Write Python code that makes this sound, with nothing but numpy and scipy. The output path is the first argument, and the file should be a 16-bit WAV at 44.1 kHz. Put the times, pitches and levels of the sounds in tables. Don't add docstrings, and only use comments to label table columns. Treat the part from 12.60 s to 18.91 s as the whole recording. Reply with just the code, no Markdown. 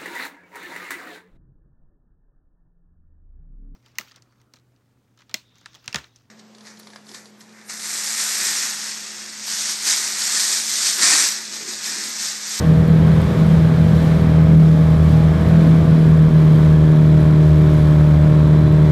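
import sys
import numpy as np
from scipy import signal
from scipy.fft import rfft, irfft, next_fast_len
from scipy.io import wavfile
from scipy.ndimage import uniform_filter1d, minimum_filter1d

SR = 44100
rng = np.random.default_rng(int(sys.argv[2]) if len(sys.argv) > 2 else 0)


def wav_record(signal):
    frames = np.transpose(np.atleast_2d(signal))
    bounded = np.clip(frames, -1, 1)
    quanta = np.round(bounded * 32767).astype(np.int16)
    wavfile.write(sys.argv[1], SR, quanta)


N = 278271

# (time [s], crank speed [Hz], firing note [dB],
# once-a-turn note [dB])
ENGINE_RUN = [(0, 79.82, -12, -23), (.4, 79.94, -9.5, -22), (.8, 80.43, -11, -25),
              (1.45, 80.18, -12.5, -23.5), (1.95, 79.64, -8, -19), (2.2, 79.16, -11.5, -22.5),
              (2.5, 78.48, -10.5, -19.5), (2.74, 78.8, -9.5, -20), (2.95, 81, -10, -21),
              (3.3, 79.83, -11, -23), (3.55, 78.9, -8, -23), (3.95, 77.63, -9.5, -21),
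              (4.3, 77.2, -9.5, -24.5), (4.95, 76.8, -8.5, -15), (5.15, 76.16, -10, -19.5),
              (5.5, 75.95, -9.5, -16), (5.9, 76.47, -10.5, -21), (6.31, 76.22, -9.5, -17.5)]
# (time [s], share [0-1])
ENGINE_LOAD = [(0, 0), (3.0, 0.12), (3.8, 0.97), (6.31, 0.98)]
# (multiple, level running light [dB], level loaded [dB])
EXHAUST_NOTES = [(.5, -29.5, -21.5), (1.5, -16, -17.5), (2.5, -14.5, -17), (3, -23.5, -15.5),
                 (3.5, -22.5, -26.5), (4, -26, -15), (5, -24.5, -17), (5.5, -37.5, -34.5), (6, -22, -22),
                 (6.5, -30, -43), (7, -37.5, -25.5), (7.5, -28.5, -30.5), (8, -24, -20.5), (8.5, -29, -30),
                 (9, -40, -40.5), (9.5, -38, -33.5), (10, -36, -44.5), (10.5, -33.5, -41.5),
                 (11, -51, -36.5), (11.5, -36, -46), (12, -47.5, -32), (13, -47, -32.5), (13.5, -36, -43.5),
                 (14, -47, -34.5), (14.5, -35.5, -38), (15, -38.5, -36.5), (16, -33.5, -43.5),
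                 (17, -44, -34.5), (18, -43, -40.5), (19, -40.5, -44)]
# (time [s], multiples 3.5 to below 5 [dB],
# 5 to below 7 [dB], 7 and up [dB])
NOTE_SWELL = [(0, 2.5, 1.5, -3.5), (1, -9.5, -0.9, -4.5), (1.8, 0.5, -1.5, -2.7), (2.5, -0.5, -2.8, -2),
              (3, 4, 0.5, -1.5), (3.7, -3, -3, -5), (5, 3, 1, -0.7), (5.45, 0.5, -5.5, -0.5),
              (6.31, 0.5, 0, -1.5)]
# (middle [s], depth [dB], length at half depth [s])
WEAK_BURNS = [(0.013, 13, 0.044), (0.157, 1, 0.029), (.28, 4.5, .05), (0.557, 7, .03), (0.623, 6, 0.038),
              (.67, 13, 0.027), (0.734, 22, 0.055), (1.16, 12, 0.03), (1.42, 0, .04), (1.493, 6, 0.031),
              (1.592, 12, 0.025), (1.875, 7, 0.022), (2.18, 1.5, .05), (2.358, 1, 0.034), (2.784, 12, .05),
              (2.851, 7.5, 0.063), (3.253, 4, 0.035), (3.702, 9, .04), (4.637, 2.5, .04), (5.099, 5, .04)]
# (frequency [Hz], relative gain [dB])
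HULL_RING = [(15, -61.5), (25, -33), (62, -11.5), (109, -5.5), (156, -5), (178, -3.5), (204, -10),
             (355, -18), (389, -17.5), (509, -25.5), (619, -29.5), (775, -37), (900, -36.5), (1170, -70),
             (1980, -120)]
# (share of a turn after the start of a turn [0-1], relative size [dB])
TICK_ANGLES = [(0.32, 7), (.17, -13), (.85, -7)]
# (frequency [Hz], relative gain [dB])
TICK_TONE = [(2000, -30), (5000, -13), (9000, 3), (15000, -3.5)]
# (frequency [Hz], width [Hz], mean level [dB])
BLOCK_RING = [(1068, 110, -45), (1480, 85, -50), (1670, 110, -49.5), (2270, 68, -57.5), (3206, 60, -58),
              (3440, 69, -58), (3680, 170, -59.5), (3995, 59, -58), (5355, 59, -65), (7560, 100, -66.5)]
# (time [s], gas [dB], spray [dB])
HISS_LEVEL = [(0, -33, -44.5), (.9, -32, -41.5), (1.6, -32, -43), (2.2, -35.5, -45), (2.9, -31, -45.5),
              (3.55, -34, -43), (4.5, -34, -45), (5.3, -34, -42), (5.95, -34.8, -45), (6.31, -33, -45)]
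# (frequency [Hz], relative gain [dB])
HISS_TONE = [(290, -29.5), (500, -8), (569, -6), (619, -8.5), (746, -13.5), (1050, -14.5), (1380, -17),
             (1640, -16), (2310, -20), (2780, -24.5), (3200, -21.5), (3910, -22.5), (4850, -25.5),
             (14600, -36.5), (15200, -43)]

NOTE_BASE_DB = -11.0
CRANK_WOBBLE = .0008
TURN_FLUTTER_DB, TURN_FLUTTER_PER_S = 2.5, 18
ROUGH_LIGHT_DB, ROUGH_LOADED_DB, ROUGH_SWAY_DB = -20, -21.5, 1
TICK_DB, TICK_FLICKER_DB = -60, 1
CEILING = .715
TOP_HZ = 15310


def undb(db):
    return 10 ** (np.asarray(db) / 20)


def level(x, db):
    return x * undb(db) / np.sqrt(np.mean(x ** 2))


def curves(table):
    s, *columns = np.transpose(table)
    return [np.interp(np.arange(N) / SR, s, column) for column in columns]


def walk(rate):
    knots = uniform_filter1d(np.repeat(rng.standard_normal(400), 8), size=8)
    knots = uniform_filter1d(knots, size=8)
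    path = np.interp(np.arange(N) * rate * 8 / SR, np.arange(len(knots)), knots)
    return path / np.std(path)


def colour(x, points):
    size = 2 * next_fast_len(N // 2 + SR // 4)
    hz, db = np.transpose(points)
    f = np.maximum(np.arange(size // 2 + 1) * SR / size, 1)
    gain_db = np.interp(np.log(f), np.log(hz), db)
    cepstrum = irfft(np.log(undb(gain_db)))
    cepstrum[1:size // 2] *= 2
    cepstrum[size // 2 + 1:] = 0
    response = np.exp(rfft(cepstrum))
    return irfft(rfft(x, size) * response, size)[:N]


def notes(turns, firing_db, turn_db, load):
    swell = curves(NOTE_SWELL)
    angle = 2 * np.pi * turns
    firing_gain = undb(firing_db + 1.1 * (1.3 - load) * walk(24))
    turn_phase = .1 + 1.3 * (1 - load) + .35 * walk(8)
    out = firing_gain * np.cos(2 * angle) + undb(turn_db) * np.cos(angle + turn_phase)
    steady = 1 - .55 * load
    beat = 1.39 * walk(12)
    for k, light_db, loaded_db in EXHAUST_NOTES:
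        half = k % 1 > 0
        mean_db = NOTE_BASE_DB + (1 - load) * light_db + load * loaded_db
        if k > 3:
            mean_db = mean_db + swell[int(np.clip((k - 3) // 2, 0, 2))]
        if half:
            slip = steady * (np.sign(k - 2) * beat + .15 * abs(k - 2) * walk(13))
        else:
            slip = steady * (.1 + .016 * k) * walk(7)
        waver_db = (3.2 if half else 1.3) * steady * walk(11)
        out = out + undb(mean_db + waver_db) * np.cos(k * angle + 0.46 * (k - 2) + slip)
    return np.sqrt(2) * out


def stumbles():
    t = np.arange(N) / SR
    loss_db = 0
    for middle, depth_db, length in WEAK_BURNS:
        spread = length / 2.355
        loss_db = loss_db + depth_db * np.exp(-.5 * ((t - middle) / spread) ** 2)
    return loss_db


def burns(turns):
    at = np.flatnonzero(np.diff(np.floor(2 * turns)))
    kicks = np.zeros(N)
    kicks[at] = rng.standard_normal(N // 100)[:len(at)]
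    shaking = level(rng.standard_normal(N), 4.5)
    return level(colour(level(kicks, 0) + shaking, HULL_RING), 0)


def ticks(turns):
    hits = np.zeros(N)
    for angle, db in TICK_ANGLES:
        at = np.flatnonzero(np.diff(np.floor(turns - angle)))
        late, size = rng.standard_normal((N // 100, 2))[:len(at)].T
        place = np.clip(at + (16 * late).astype(int), 0, N - 1)
        hits[place] = undb(db + 2.5 * size)
    fade = np.exp(-np.arange(96) / 18)
    bursts = signal.fftconvolve(hits, fade)[:N] * rng.standard_normal(N)
    return level(colour(bursts, TICK_TONE), 0)


def rattle():
    out = 0
    for hz, width, db in BLOCK_RING:
        b, a = signal.iirpeak(hz, hz / width, fs=SR)
        ring = signal.lfilter(b, a, rng.standard_normal(N))
        out = out + level(ring, db) * undb(2.2 * walk(7))
    return out


def hiss(turns, gas_db, spray_db):
    angle = 2 * np.pi * turns
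    puff = 1 + 0.086 * np.cos(2 * angle + 0.43) + 0.075 * np.cos(angle - 2.1)
    low = colour(undb(0.52 * walk(20)) * puff * rng.standard_normal(N), HISS_TONE)
    high = colour(undb(1.5 * walk(7.3)) * rng.standard_normal(N), HISS_TONE)
    split = signal.butter(2, 2700, fs=SR, output="sos")
    gas = signal.sosfilt(split, low)
    spray = high - signal.sosfilt(split, high)
    return undb(gas_db) * level(gas, 0) + undb(spray_db) * level(spray, 0)


def scene():
    hz, firing_db, turn_db = curves(ENGINE_RUN)
    gas_db, spray_db = curves(HISS_LEVEL)
    load = np.clip(curves(ENGINE_LOAD)[0], 0, 1)
    turns = np.cumsum(hz * (1 + CRANK_WOBBLE * walk(18))) / SR
    turn_db = turn_db + TURN_FLUTTER_DB * walk(TURN_FLUTTER_PER_S)
    rough_db = (1 - load) * ROUGH_LIGHT_DB + load * ROUGH_LOADED_DB
    rough_db = rough_db + ROUGH_SWAY_DB * walk(3.2)
    engine = notes(turns, firing_db - stumbles(), turn_db, load) + undb(rough_db) * burns(turns)
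    tick_gain = undb(TICK_DB + TICK_FLICKER_DB * walk(7))
    metal = rattle() + tick_gain * ticks(turns)
    return (engine + metal + hiss(turns, gas_db, spray_db))[None]


def record(dry):
    x = signal.sosfilt(signal.butter(1, 8, "high", fs=SR, output="sos"), dry)
    need = np.minimum(1, CEILING / (np.abs(x) + 1e-9))
    gain = uniform_filter1d(minimum_filter1d(need, size=221), size=221)
    top_cut = signal.ellip(12, .2, 80, TOP_HZ, fs=SR, output="sos")
    return signal.sosfilt(top_cut, x * gain)


dry = scene()
out = record(dry)
wav_record(out)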